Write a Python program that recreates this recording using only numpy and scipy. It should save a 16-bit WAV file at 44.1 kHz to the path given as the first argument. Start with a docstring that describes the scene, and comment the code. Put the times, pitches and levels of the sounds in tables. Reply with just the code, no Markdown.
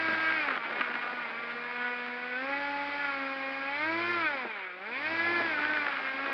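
"""A buzzing hum with its fundamental near 320 Hz, in rushing air, is heard first; scrapes and knocks join at once.
A small floor craft in a garage is driven by a three-blade electric propeller, its camera fixed to the frame.
Harmonics of the blade-pass frequency and filtered turbulence follow rotor speed; a tyre close by lifts the low tones.
The hull's modes, excited by random grit and contact chatter, scrape and knock on the tiles.
Frame resonances and the camera case colour the sound."""
import sys
import numpy as np
from scipy import signal
from scipy.fft import rfft, irfft, next_fast_len
from scipy.io import wavfile
from scipy.ndimage import uniform_filter1d

SR = 44100
rng = np.random.default_rng(int(sys.argv[2]) if len(sys.argv) > 2 else 0)


def waveform_to_disk(signal):
    """Save audio, clipped to [-1, 1], as 16-bit WAV at the path in sys.argv[1]."""
    frames = np.transpose(np.atleast_2d(signal))
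    scaled = np.clip(frames, -1, 1) * 32767
    samples = np.round(scaled).astype(np.int16)
    wavfile.write(sys.argv[1], SR, samples)


N = 279153  # samples
BLADES = 3
REFERENCE_HZ = 270  # blade-pass frequency at which the speed laws are stated
SWITCH_HZ, TOP_HZ = 7994, 15700  # motor controller's switching tone; camera's band limit

# Rotor throttle: t/s, blade-pass f/Hz before inertia, shift of tones 1-3 level/dB,
# shift of tones 7 upwards level/dB, 4th, 5th and 6th tone level/dB before gusts
THROTTLE = [(0.0, 323.4, 2, -2, -45, -32.5, -42), (0.2, 321.5, -3, -1.5, -43.5, -34, -47),
            (0.351, 320.2, -0.5, -1, -46, -35, -40), (0.42, 302.7, -0.5, 1, -53, -39.5, -43),
            (0.5, 268.7, 0.5, -3.5, -53, -55, -39), (0.6, 231.3, -5, -8, -49.5, -43, -45),
            (0.67, 228.7, -10.5, -3, -54.0, -53, -49), (0.791, 245.9, -8, 0.5, -51, -44.5, -46),
            (0.9, 240, -5.5, -6.5, -53, -52, -42.5), (1.04, 241.7, -7, -1.5, -51.5, -45, -43.5),
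            (1.18, 245.4, -4, -6.5, -52, -46, -40), (1.299, 225.1, -8, -2, -49, -50, -53),
            (1.4, 233.7, -3.5, -2, -71, -45.5, -46), (1.7, 242.8, -4.5, -3, -49, -48.5, -50),
            (1.85, 244.6, -0.5, 2.5, -46, -46, -35.5), (2.1, 243.7, -1, -3.5, -49, -60, -50),
            (2.34, 247.8, 0, -2, -58, -51.5, -41.5), (2.49, 276.3, 5, -2, -45, -44, -43.5),
            (2.59, 283.6, 0.5, -2.5, -60, -46.5, -40.5), (2.8, 284.3, 3, -2.5, -51.5, -44, -50.5),
            (3.02, 287, -1, -0.5, -49, -39, -43), (3.13, 276, 0, 0, -46, -39, -43.5),
            (3.24, 271.7, 3, -5, -51, -46.0, -44.5), (3.45, 269.6, 1.5, -0.5, -48, -55, -47),
            (3.66, 273.3, -0.5, -3.5, -49.5, -46.5, -43), (3.75, 285.7, -4, 3, -51, -45.5, -46),
            (3.88, 320.9, 1.5, -0.5, -44.5, -37.5, -42), (4.03, 344.1, 0, -0.5, -45, -44, -42.5),
            (4.12, 350.7, -0.5, 0.5, -38, -38.5, -40.5), (4.199, 338, -1.5, 2.5, -31.5, -41.5, -46),
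            (4.3, 293.3, -5, 2, -49, -37.5, -38.5), (4.35, 275.8, -3.5, 1.5, -46.5, -41, -47),
            (4.44, 239.9, -5.5, 0.5, -50, -68, -44.5), (4.6, 192.5, -8.5, -2.5, -53, -52, -62),
            (4.72, 178.4, -9.5, -5.5, -63, -66, -66), (4.81, 187.3, -3.5, -7.5, -48, -68, -57),
            (4.9, 229.9, -3, -0.5, -50.5, -56, -49.5), (4.97, 267.5, -6, 2.5, -47, -59, -43),
            (5.04, 303, -3, 0, -50, -44, -39), (5.11, 325, 0.5, -1, -52, -41, -44),
            (5.22, 335.5, 0.5, -1, -45.5, -33, -37), (5.34, 346.1, 3, -3.5, -41, -37.5, -38),
            (5.45, 336.2, 2, -3, -44.5, -33, -38.5), (5.57, 293.8, -1.5, 0.5, -57, -39.5, -44),
            (5.73, 306, 2, -8, -51, -36, -42), (5.86, 287.7, -4, -1.5, -45, -40.5, -45),
            (5.99, 268.4, -5, -1.5, -50, -48, -41), (6.12, 266.1, -2, -2, -49, -49.5, -41),
            (6.26, 277.5, 1.5, -4.5, -46, -46.5, -40), (6.33, 269.6, -2, 0, -47, -44, -41)]
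# Shaft and magnet orders: order per turn, level/dB at the reference, slope/(dB per octave of speed)
SHAFT_ORDERS = [(4, -65, 26.5), (5, -66.5, 27.5), (7, -72.5, 15.5), (8, -61, 5), (13, -57.5, 19),
                (42, -73, 30.5)]
# Frame gain on blade tones 7 upwards: f/Hz, gain/dB
FRAME_GAIN = [(650, 14), (1000, -7), (1300, -1.5), (1600, 1), (1800, -4.5), (2000, -1.5), (2200, -1),
              (2350, 0), (2520, -4.5), (2750, -20.5), (3100, -14.5), (3500, -20.5), (4000, -27),
              (4400, -32.5), (4850, -28), (5300, -40.5), (6000, -56)]
# Spectral shape of the air rush: f/Hz, relative density level/dB
AIR_SPECTRUM = [(60, -64.5), (150, -22.5), (400, -19), (700, -10.5), (1100, -8), (1500, -3.5), (1800, -5.5),
                (2300, -1.5), (2550, -6.5), (2800, -13.5), (4000, -18), (4900, -20.5), (5600, -35),
                (6200, -47)]
# Hull modes: centre f/Hz, width f/Hz, relative level/dB
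HULL_MODES = [(258, 108, -6.5), (740, 290, -0.5), (1193, 340, -1), (1560, 526, 0.5), (1894, 220, 1),
              (2300, 750, -8.5)]
# Knocks on the tiles: t/s, relative drive of the crack level/dB, of the thud level/dB
KNOCKS = [(0.0827, -9, -21.5), (0.1162, -17, -21), (0.144, -8, -45), (0.225, -9, -60), (0.3222, -8, -67),
          (0.379, -13, -61), (0.4855, -6.5, -44), (0.509, -8, -42), (0.575, -6.5, -61), (0.762, -15, -30),
          (0.7971, -9.5, -26.5), (0.8082, -6.5, -45), (0.8102, -2.5, -38), (0.8144, -7, -48),
          (0.9395, -14, -26), (2.4891, -22.5, -37), (4.4465, -34, -23.5), (5.3998, -19, -20),
          (5.589, -11.5, -37), (5.6497, -7, -42), (5.7346, -4.5, -54), (5.77, -7, -60), (5.78, -13, -43),
          (5.826, -21, -47), (5.8657, -8, -58), (5.882, -13, -48), (5.968, -15, -50)]
# Shape of the faint treble above the microphone's roll-off: f/Hz, relative density level/dB
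TREBLE_SPECTRUM = [(5500, -48), (6200, -6), (6400, -5.5), (6520, -11.5), (6650, -6), (6950, 0.5),
                   (7350, -7), (7500, -19.5), (7650, -6.5), (7900, -1.5), (9500, -7), (12500, -21.5),
                   (15500, -17.5)]
# Bursts of crackling grit: t/s, half-length (to 1/e) t/s, peak level/dB
CRACKLE_BURSTS = [(.07, .01, -82), (.135, .02, -81), (.213, .002, -81), (.29, .008, -83), (.47, .012, -84),
                  (.493, .002, -76), (.508, .004, -80), (.578, .006, -82), (.81, .012, -86)]
# Colour of the crackle, on top of the treble shape: f/Hz, gain/dB
GRIT_COLOUR = [(5500, -5), (7800, -5), (8800, 0.5), (10500, -0.5), (15500, -6.5)]
# High motor tones: start f/Hz, shaft orders added, level/dB at the reference before the case's gain
MOTOR_TONES = [(7994, -14, -99), (0, 70, -105), (0, 78, -110)]
# Camera case resonance: centre f/Hz, width f/Hz, gain/dB
CASE_RESONANCE = (6350, 70, 12)
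# Nearness of the tyre that throws the sound back: t/s, nearness from 0 to 1
TYRE_NEARNESS = [(0, 0), (.6, 0.1), (1.3, 0.3), (1.8, 0.79), (3.0, 0), (4.2, 1), (4.8, 1), (5.2, 0.07),
                 (6.33, 0)]
# Speed laws below: level/dB at the reference, slope/(dB per octave of speed), shift/dB at the tyre
# Blade tones 1-3, before throttle shift, gusts and frame resonance
LOW_TONE_LAWS = [(-50.5, 24, 3), (-49.5, 10, 7), (-49.5, 13, 6.5)]
# Blade tones 7 upwards, before throttle shift, gusts and frame gain
UPPER_TONE_LAW = (-43.5, 11.4, 0)
# Unbalance once and twice a turn, before frame resonance
UNBALANCE_LAWS = [(-68.5, 38, -0.15), (-69.5, 34.5, 0.0013)]
# Air rush, before its flicker and added treble
AIR_LAW = (-40.8, 10, -2)
# Hull sliding on the tiles: t/s, rumble level/dB before a fixed 9 dB lift, rattle level/dB
SLIDE = [(0, -53, -39.5), (.3, -56, -35.5), (.42, -54.5, -37), (.5, -49, -35.5), (.62, -58, -44),
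         (.75, -50.5, -40.5), (1.0, -55, -41.5), (1.3, -55.5, -47), (1.57, -57.5, -47), (1.75, -64, -44.5),
         (2.3, -71, -50), (3.1, -62, -49), (3.7, -70, -52), (4.3, -58, -47), (4.55, -63.5, -44.5),
         (4.67, -65, -45), (4.72, -68, -54), (5.0, -58, -55), (5.25, -51, -48.5), (5.6, -51, -39),
         (5.8, -52.5, -40), (5.95, -53.5, -37), (6.33, -53, -43)]
# Frame resonances met by gliding tones: centre f/Hz, width f/Hz, gain/dB (negative damps)
FRAME_RESONANCES = [(103, 27, 6), (157.7, 12, 13.5), (234, 51, 5), (560, 37, 0.5), (818, 24, -5.5),
                    (848, 40, 8), (1060, 160, -1.5)]


def amp(db):
    """Decibel law: amplitude ratio from level."""
    return 10 ** (np.asarray(db) / 20)


def unit(x):
    """Normalisation to rms 1."""
    return x / np.sqrt(np.mean(x ** 2) + 1e-20)


def along(points, hz):
    """Interpolation of (f/Hz, level/dB) points on a log frequency axis; -120 dB outside."""
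    f, level_db = np.transpose(points)
    return np.interp(np.log(hz + 1), np.log(f + 1), level_db, left=-120, right=-120)


def curves(rows):
    """Linear interpolation in time: one value per sample for each column after t/s."""
    times, *columns = np.transpose(rows)
    t = np.arange(N) / SR
    return [np.interp(t, times, column) for column in columns]


def wobble(rate):
    """Slow random modulation: Gaussian knots, rate per second, joined by straight lines."""
    return np.interp(np.arange(N) * rate / SR, np.arange(4000), rng.standard_normal(4000))


def filtered(x, response):
    """Linear filtering: the spectrum of x times a response of frequency, zero-padded."""
    m = next_fast_len(N + SR // 2)
    spectrum = rfft(x, m) * response(np.fft.rfftfreq(m, 1 / SR))
    return irfft(spectrum, m)[..., :N]


def resonance_db(hz, centre, width, gain_db):
    """Resonance: a bell of gain in dB about its centre, half as many dB at the edges of its width."""
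    return gain_db / (1 + (2 * (hz - centre) / width) ** 2)


def hull(f, modes=HULL_MODES):
    """Modal superposition: causal resonances of alternating sign; soft plastic passes little treble."""
    ring = 0
    for k, (centre, width, db) in enumerate(modes):
        mode = 1j * f * width / (centre * centre - f * f + 1j * f * width)
        ring = ring + (-1) ** k * amp(db) * mode
    return ring / (1 + 1j * f / 3800 / 0.93 - (f / 3800) ** 2) ** 3


def tone(angle, db, flicker_db, sway):
    """Amplitude and phase modulation: a sine wavers as the blades cut uneven air."""
    phase = angle + sway * (wobble(30) + .8 * wobble(90) + wobble(2.5))
    flicker = .3 * wobble(10) + .6 * wobble(28) + wobble(60) + .7 * wobble(130)
    return np.sqrt(2) * amp(db + flicker_db * flicker) * np.cos(phase)


def blade_pass():
    """Rotor inertia: a moving average rounds every change of the blade-pass frequency in Hz."""
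    frequency = curves(np.array(THROTTLE)[:, :2])[0]
    return uniform_filter1d(frequency, size=1500, mode="nearest")


def speed_octaves():
    """Logarithmic speed: octaves of blade-pass frequency from the reference."""
    return np.log2(blade_pass() / REFERENCE_HZ)


def by_speed(db, slope_db, near_db):
    """Power law of speed: the level climbs with the rotor and shifts near the tyre."""
    return db + slope_db * speed_octaves() + near_db * np.clip(curves(TYRE_NEARNESS)[0], 0, 1)


def lifted(hz):
    """Structural resonance: summed gain in dB that the frame gives a tone."""
    return sum(resonance_db(hz, *ring) for ring in FRAME_RESONANCES)


def blade_tones(angle):
    """Harmonic series of the blade pass: clean low tones, a flickering whine and upper tones."""
    pass_hz = blade_pass()
    _, low_db, upper_db, *whine_db = curves(THROTTLE)
    # uneven inflow shakes the tones together, the lowest three only slightly
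    gust_db = .7 * wobble(9) + 1.5 * wobble(30) + 1.3 * wobble(110)
    # changing speed roughens the tones from the 4th upwards
    strain = 1 + np.abs(np.gradient(pass_hz)) * SR / 450

    def blade(k):
        """Dispersion: the ringing frame smears each pass, so higher tones lag."""
        return k * angle - .11 * k * k

    sound = np.zeros(N)
    for k, law in enumerate(LOW_TONE_LAWS, start=1):
        level_db = by_speed(*law) + low_db + 0.18 * gust_db + lifted(k * pass_hz)
        sound += tone(blade(k), level_db, flicker_db=1.73, sway=0.032)
    for k, db in enumerate(whine_db, start=4):
        sound += tone(blade(k), db + .8 * gust_db, flicker_db=2.2, sway=.27 * strain)
    rest_db = by_speed(*UPPER_TONE_LAW) + upper_db + gust_db
    for k in range(7, 22):
        level_db = rest_db + along(FRAME_GAIN, k * pass_hz)
        sound += tone(blade(k), level_db, flicker_db=3, sway=.046 * min(k, 10) * strain)
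    return sound


def shaft_tones(angle):
    """Rotational orders: weak shaft and magnet tones, and unbalance once and twice a turn."""
    turn = angle / BLADES
    sound = np.zeros(N)
    for order, db, slope_db in SHAFT_ORDERS:
        sound += tone(order * turn, by_speed(db, slope_db, 0), flicker_db=2.5, sway=0.93)
    for order, law in enumerate(UNBALANCE_LAWS, start=1):
        level_db = by_speed(*law) + lifted(order * blade_pass() / BLADES)
        sound += tone(order * turn, level_db, flicker_db=1.44, sway=.05)
    return sound


def air(angle):
    """Blade-tip turbulence: patchy noise puffs once per blade pass; faster tips hiss brighter."""
    octaves = speed_octaves()
    cells = signal.stft(rng.standard_normal(N), nperseg=512)[2]
    # smoothing over frequency, then time, makes patches
    patches = uniform_filter1d(uniform_filter1d(rng.standard_normal(cells.shape), 5, 0), 6, 1)
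    noise = signal.istft(cells * amp(1.0 * unit(patches)), nperseg=512)[1][:N]
    puffs = noise * (1 + 0.057 * np.cos(angle))
    rush = unit(filtered(puffs, lambda hz: amp(along(AIR_SPECTRUM, hz))))
    top = filtered(rush, lambda hz: 1 / (1 + (4200 / (hz + 1)) ** 6))
    treble = unit(filtered(puffs, lambda hz: amp(along(TREBLE_SPECTRUM, hz))))
    # the band above 4200 Hz gains a further 12 dB per octave of speed
    bright = top * (amp(12.0 * octaves) - 1) + amp(-45.0 + 3 * octaves) * treble
    return amp(by_speed(*AIR_LAW) + 0.23 * wobble(34)) * (rush + bright)


def motor_whine(angle):
    """Sidebands and orders: the switching tone's lower sideband and high shaft orders, lifted by the case."""
    t = np.arange(N) / SR
    sound = np.zeros(N)
    for start_hz, order, db in MOTOR_TONES:
        hz = start_hz + order * blade_pass() / BLADES
        phase = 2 * np.pi * start_hz * t + order * angle / BLADES
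        level_db = by_speed(db, 6, 0) + resonance_db(hz, *CASE_RESONANCE)
        sound += tone(phase, level_db, flicker_db=1.7, sway=.1)
    return sound


def rumble():
    """Sliding friction: sparse random grit impulses excite the hull's two lower modes."""
    grit = (rng.random(N) < .05) * rng.standard_normal(N) * amp(3 * wobble(30))
    ringing = unit(filtered(grit, lambda f: hull(f, HULL_MODES[:2]) / (1 + 1j * f / 900)))
    return amp(curves(SLIDE)[0] + 9.0) * ringing


def rattle_and_crackle():
    """Impulsive friction: clumped ticks rattle the upper modes and crackle faintly in the treble."""
    rattle_db = curves(SLIDE)[1]
    ticks = (rng.random(N) < .03) * rng.standard_normal(N) * amp(2.3 * wobble(45))
    rattle = unit(filtered(ticks, lambda f: hull(f, HULL_MODES[2:])))
    crackle_db = lambda hz: along(TREBLE_SPECTRUM, hz) + along(GRIT_COLOUR, hz)
    crackle = unit(filtered(ticks, lambda hz: amp(crackle_db(hz))))
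    t = np.arange(N) / SR
    bursts = sum(amp(db) * np.exp(-((t - s) / width) ** 2) for s, width, db in CRACKLE_BURSTS)
    return amp(rattle_db) * rattle + (amp(rattle_db - 54.5) + bursts) * crackle


def camera_floor():
    """Self-noise: low-weighted microphone hiss and the controller's thin switching tone."""
    hiss = unit(filtered(rng.standard_normal(N), lambda hz: 1 / np.sqrt(1 + hz / 300)))
    thin_tone = np.sin(2 * np.pi * SWITCH_HZ * np.arange(N) / SR)
    return amp(-89.0) * hiss + amp(-98.5) * thin_tone


def knocks():
    """Impact excitation: a short crack rings the upper modes, a soft push with a rough tail the lower."""
    cracks, bumps = np.zeros(N + SR), np.zeros(N + SR)
    t = np.arange(2500) / SR
    for s, crack_db, thud_db in KNOCKS:
        start = round(s * SR)
        # contact chatter of even strength
        crack_chatter, bump_chatter = np.sign(rng.standard_normal((2, len(t))))
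        # 60 dB decay times of 7.4 ms and 91 ms, each with a soft onset
        crack_shape = amp(crack_db + 7.5 - 60 * t / 0.0074) * (1 - np.exp(-t / 0.00065))
        bump_shape = amp(thud_db + 18 - 60 * t / 0.091) * (1 - np.exp(-t / 0.0026))
        push = 0.42 * np.exp(-t / 0.0022)
        cracks[start:][:len(t)] += crack_shape * crack_chatter
        bumps[start:][:len(t)] += bump_shape * (bump_chatter + push)

    def hard(f):
        """Hard contact: upper modes, favoured between 1200 and 3000 Hz."""
        band = (1j * f / (1200 + 1j * f)) ** 2 / (1 + 1j * f / 3000) ** 2
        return hull(f, HULL_MODES[2:]) * 2.25 * band

    def soft(f):
        """Soft contact: lower modes, low-passed at 450 Hz."""
        return hull(f, HULL_MODES[:2]) / (1 + 1j * f / 450) ** 2

    return filtered(cracks[:N], hard) + filtered(bumps[:N], soft)


def scene():
    """Superposition of all sources in one channel."""
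    angle = 2 * np.pi * np.cumsum(blade_pass()) / SR  # blade-pass phase/rad
    rotor = blade_tones(angle) + shaft_tones(angle) + air(angle) + motor_whine(angle)
    return (rotor + rumble() + rattle_and_crackle() + knocks())[None]


def record(dry):
    """Receiver response: the camera thins the bass, dips at its case, adds its floor and limits the band."""
    def response(hz):
        """Notch of 45 Hz width at 700 Hz, and a second-order high-pass at 110 Hz."""
        dip = 1 - .9 * 1j * hz * 45 / (700 ** 2 - hz * hz + 1j * hz * 45)
        return dip * (1j * hz / (110 + 1j * hz)) ** 2

    thin = filtered(dry, response)
    return filtered(thin + camera_floor(), lambda hz: hz < TOP_HZ)


dry = scene()
out = record(dry)
waveform_to_disk(out)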